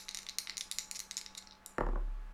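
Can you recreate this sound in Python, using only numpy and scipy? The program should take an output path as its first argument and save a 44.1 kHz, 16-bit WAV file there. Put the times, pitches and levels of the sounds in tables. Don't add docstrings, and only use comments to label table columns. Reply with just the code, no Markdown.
import sys
import numpy as np
from scipy import signal
from scipy.fft import rfft, irfft
from scipy.io import wavfile

SR = 44100
rng = np.random.default_rng(int(sys.argv[2]) if len(sys.argv) > 2 else 0)


def ratio_of_db(decibels):
    return 10 ** (np.asarray(decibels, float) / 20)


def put_to_file(sound):
    columns = np.atleast_2d(sound).T
    safe = np.clip(columns, -1, 1)
    whole_steps = np.round(safe * 32767)
    wavfile.write(sys.argv[1], SR, whole_steps.astype(np.int16))


N = 103061
PAD = SR // 4

# pitch_hz, level_db, t60_s (time to fade by 60 dB)
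DIE_MODES = [(1200, -25, 0.012), (2134, -8.5, 0.007), (2850, -15, 0.0052), (4000, -5, 0.0084),
             (4700, -7, 0.0044), (5630, -4, 0.0062), (6890, -3.5, 0.0074), (8160, -2.5, 0.0057),
             (9440, -0.5, 0.0055), (10520, -2.5, 0.0036), (11970, -1.5, 0.005), (14100, -9, 0.0032),
             (14950, -13, 0.0025)]
DIE_HARD_ABOVE_HZ, DIE_CONTACT_S = 7500, 0.00022


def dice():
    # start_s, peak_db, loudest_hz, palm_hollow_db, hardness_db (of the top notes)
    clacks = [(0.0832, -28, 3900, 9, -12), (0.1454, -21.5, 5500, 2.2, 1), (0.171, -21.5, 5740, 0.5, -2),
              (0.1868, -30, 4400, 6, 4.5), (0.265, -31, 4500, 10.5, -6), (0.2872, -20.5, 3620, 0.3, -16),
              (0.4712, -25, 4260, 9.2, -24), (0.4952, -17.5, 3730, 4.2, -18), (0.5691, -20, 4400, -1.5, -3),
              (0.5784, -19, 5800, -1.2, 2.5), (0.6083, -18.5, 4430, -3.2, -2.5),
              (0.7128, -17.5, 3630, -4.5, 3.5), (0.7842, -14, 6360, -1.7, -4.5),
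              (0.9113, -20, 7050, 0.8, 1.5), (0.9916, -25, 5000, 1, 4.5), (1.001, -20, 5100, -1.2, 1.5),
              (1.1099, -19.5, 7500, 0.3, -3), (1.168, -17.5, 7200, -12, -3.5), (1.212, -25, 5100, 2, -3),
              (1.2613, -25.5, 4880, 4, -14), (1.3495, -31, 4000, 0.3, -3.5), (1.3767, -26, 3940, -18, 0.5),
              (1.6604, -30.5, 6620, -6, 10)]
    # start_s, peak_db, loudest_hz
    rebounds = [(0.0893, -21.5, 4000), (0.1095, -30, 4500), (0.1145, -38, 4000), (0.1404, -50, 5500),
                (.1502, -26, 5000), (0.189, -32, 5000), (0.2188, -37, 4000), (0.23, -33, 2430),
                (0.2937, -24.5, 4000), (0.3035, -43, 4000), (0.389, -31, 5000), (.3955, -41, 8500),
                (0.401, -36.5, 10500), (0.41, -41.5, 3800), (0.505, -33, 4000), (0.5204, -40, 4000),
                (0.6131, -27.5, 4500), (0.7213, -24.5, 5000), (0.791, -24.5, 6500), (.8049, -34, 3500),
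                (.8088, -32, 4500), (0.948, -30, 5500), (1.1167, -30.5, 4000), (1.141, -39.5, 5000),
                (1.1745, -25.5, 6500), (1.1772, -23.5, 6800), (1.1922, -39, 6500), (1.3712, -38, 4100)]
    # start_s, peak_db, loudest_hz
    soft_ticks = [(1.4234, -36, 4100), (1.4711, -29, 4700), (1.509, -37, 4700), (1.5216, -37, 4440),
                  (1.5289, -41, 4700), (1.5508, -44.5, 4700)]
    # start_s, length_s, level_db, loudest_hz
    grinds = [
        (.951, .028, -31, 6000),
        (1.373, .02, -33, 4200),
        (1.178, .018, -33, 6800),
    ]
    rebound_palm_db, rebound_hard_db = -1.5, -3.5
    soft_palm_db, soft_hard_db = -4.5, -31
    grind_clicks_per_s, grind_trim_db = 4300, 5
    lag_s, trim_db = 0.001, -4.5

    blows = [(-0.025, -16.5, 5000, 0, 0)]
    blows += list(clacks)
    blows += [(0.384, -15, 4600, -2.5, 3), (0.3883, -25, 5300, -2.5, -6.0)]
    blows += [(*row, rebound_palm_db, rebound_hard_db) for row in rebounds]
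    blows += [(*row, soft_palm_db, soft_hard_db) for row in soft_ticks]
    for start_s, length_s, level_db, loudest_hz in grinds:
        chance, size = rng.random((2, 80))
        gaps_s = -np.log(chance) / grind_clicks_per_s
        places = np.cumsum(gaps_s) / length_s
        for place, click_size in zip(places, size):
            if place < 1:
                swell = np.sqrt(place) * (1 - place)
                click_db = level_db + grind_trim_db + 20 * np.log10(swell * click_size)
                blows.append((start_s + length_s * place, click_db, loudest_hz, rebound_palm_db, rebound_hard_db))

    start_s, peak_db, loudest_hz, palm_db, hard_db = np.transpose(blows)
    ringing = strike(start_s + lag_s, peak_db + trim_db, loudest_hz, palm_db, 3300,
                     hard_db, DIE_HARD_ABOVE_HZ, DIE_MODES, DIE_CONTACT_S)
    low_cut = signal.butter(2, 1000, "high", fs=SR, output="sos")
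    return signal.sosfilt(low_cut, ringing)


def tray():
    # start_s, peak_db, loudest_hz, hardness_db
    thuds = [
        (1.781, -14.5, 872, 6.5),
        (1.806, -14, 957, 1.5),
        (1.819, -32, 1220, 2),
        (1.833, -25.5, 528, -22),
        (1.864, -22, 920, 3),
        (1.886, -26, 266, 1),
        (1.93, -29.5, 366, -5),
        (1.956, -24.5, 910, -3.5),
        (1.972, -34.5, 361, -9),
        (2.072, -49, 357, -6),
    ]
    # pitch_hz, level_db, t60_s
    tray_modes = [(115.7, -21.5, 0.067), (169.3, -20, .12), (260, -14, 0.057), (352, -10.5, 0.056),
                  (497.5, -9, 0.044), (584, -9.5, 0.032), (695, -11.5, 0.025), (771, -8, 0.0324),
                  (850, -1.5, 0.016), (978, -4.5, 0.018), (1142, -2, 0.015), (1359, -11, 0.018),
                  (1780, -8.5, 0.0095), (2640, -16.5, 0.0037)]
    lag_s, thud_trim_db, tick_db = 0.0012, -5, -35.5

    start_s, peak_db, loudest_hz, hard_db = np.transpose(thuds)
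    flat_db = 0 * start_s
    body = strike(start_s + lag_s, peak_db + thud_trim_db, loudest_hz, flat_db, 0,
                  hard_db, 1600, tray_modes, 0.00048)
    tick = strike(start_s + lag_s, peak_db + tick_db + hard_db, loudest_hz, flat_db, 0,
                  flat_db, DIE_HARD_ABOVE_HZ, DIE_MODES, DIE_CONTACT_S)
    felt_dulling = signal.butter(2, 6600, fs=SR, output="sos")
    return signal.sosfilt(felt_dulling, body) + tick


def strike(start_s, peak_db, loudest_hz, low_db, low_below_hz, hard_db, hard_above_hz, modes, contact_s):
    focus_db, focus_octaves = 5, 0.3
    scatter_db, detune_share = 2.0, 0.042
    longest_ring_cycles, hard_edge_octaves = 24, 0.3

    out = np.zeros(N + PAD + SR)
    t = np.arange(SR // 8) / SR
    hz, level_db, t60_s = np.transpose(modes)[:, :, None]
    t60_s = np.where(hz > hard_above_hz, np.minimum(t60_s, longest_ring_cycles / hz), t60_s)
    top_share = np.clip(1 + np.log2(hz / hard_above_hz) / hard_edge_octaves, 0, 1)
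    soft_start = (1 - np.exp(-t / contact_s)) ** 2
    signs = (-1) ** np.arange(len(modes))[:, None]
    luck = rng.standard_normal((len(start_s), 2, len(modes), 1))
    for k in range(len(start_s)):
        octaves_away = np.log2(hz / loudest_hz[k])
        colour_db = focus_db * np.exp(-(octaves_away / focus_octaves) ** 2)
        colour_db = colour_db + scatter_db * luck[k, 0]
        colour_db = colour_db + low_db[k] * (hz < low_below_hz) + hard_db[k] * top_share
        loudness = ratio_of_db(peak_db[k] + level_db + colour_db - 60 * t / t60_s)
        tuned_hz = hz * (1 + detune_share * luck[k, 1])
        rings = loudness * np.sin(2 * np.pi * tuned_hz * t) * soft_start * signs
        i = int(start_s[k] * SR) + PAD
        out[i:i + len(t)] -= rings.sum(axis=0)
    return out[:N + PAD]


def sway():
    start_s, pitch_hz, peak_s, level_db = 1.7876, 34.7, 0.13, -30
    t = np.maximum(np.arange(N) / SR - start_s, 0)
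    swell = t / peak_s * np.exp(1 - t / peak_s)
    return ratio_of_db(level_db) * swell * np.sin(2 * np.pi * pitch_hz * t)


def room(source):
    # pitch_hz, t60_s
    room_t60 = [(150, 0.61), (600, 0.32), (2000, 0.31), (5000, 0.29), (9000, 0.33), (15000, 0.25)]
    grain_db, grain_hz, rise_s = 2.5, 250, 0.0014
    t = np.arange(SR // 2) / SR
    edges_hz = 100 * 2 ** np.arange(0, 7.6, .5)
    echo = np.zeros(len(t))
    for low_hz, high_hz in zip(edges_hz, edges_hz[1:]):
        band_pass = signal.butter(2, [low_hz, high_hz], "band", fs=SR, output="sos")
        band = signal.sosfilt(band_pass, rng.standard_normal(len(t)))
        fade_db = -60 * t / at_hz(room_t60, np.sqrt(low_hz * high_hz))
        echo += band * ratio_of_db(grain_db * drift(grain_hz, count=len(t)) + fade_db)
    echo *= 1 - np.exp(-(t / rise_s) ** 2)
    echo /= np.sqrt(np.sum(echo ** 2))
    return signal.fftconvolve(source, echo)[:len(source)]


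def air():
    # pitch_hz, level_db (per Hz)
    air_colour = [(70, -3.5), (150, -6.5), (400, -6), (800, -6.5), (1300, -4), (2200, -11.5), (5000, -23),
                  (15000, -33.5)]
    # pitch_hz, level_db (rms)
    fan = [
        (192, -72),
        (860, -70),
        (1137, -77),
        (1680, -79),
    ]
    hiss_db, rumble_db, rumble_low_hz, rumble_high_hz = -64, -66.5, 5.1, 48
    wobble_db, wobble_hz, wander_hz = 2.0, 8, 1.3

    hz = np.maximum(np.fft.rfftfreq(N, 1 / SR), 1)
    hiss_gain = ratio_of_db(at_hz(air_colour, hz)) * (hz > 40)
    rumble_gain = 1 / (1 + (hz / rumble_high_hz) ** 6) / (1 + (rumble_low_hz / hz) ** 4)
    out = ratio_of_db(hiss_db) * coloured_noise(hiss_gain) + ratio_of_db(rumble_db) * coloured_noise(rumble_gain)
    for pitch_hz, level_db in fan:
        turns = np.cumsum(pitch_hz + wander_hz * drift(wobble_hz, count=N)) / SR
        loudness = ratio_of_db(level_db + wobble_db * drift(wobble_hz, count=N))
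        out += loudness * np.sqrt(2) * np.sin(2 * np.pi * turns)
    return out


def coloured_noise(gain):
    return rms_one(irfft(rfft(rng.standard_normal(N)) * gain, N))


def drift(rate_hz, count):
    r = np.exp(-2 * np.pi * rate_hz / SR)
    wander = signal.lfilter([1], [1, -2 * r, r * r], rng.standard_normal(count + SR))
    return rms_one(wander[SR:])


def at_hz(points, hz):
    table_hz, values = np.transpose(points)
    return np.interp(np.log(hz), np.log(table_hz), values)


def rms_one(x):
    return x / np.sqrt(np.mean(x ** 2) + 1e-20)


def scene():
    hand, felt = dice(), tray()
    other_side = dice()
    echo = room(ratio_of_db(-12.5) * (hand + other_side) + ratio_of_db(-9) * felt)
    near = hand + felt + echo
    return (near[PAD:] + sway() + air())[None]


def top_cut(x):
    return signal.sosfilt(signal.butter(12, 16730, fs=SR, output="sos"), x)


def record(dry):
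    fade_s = 0.02
    fade = np.clip((N - np.arange(N)) / SR / fade_s, 0, 1)
    return top_cut(dry * fade)


dry = scene()
out = record(dry)
put_to_file(out)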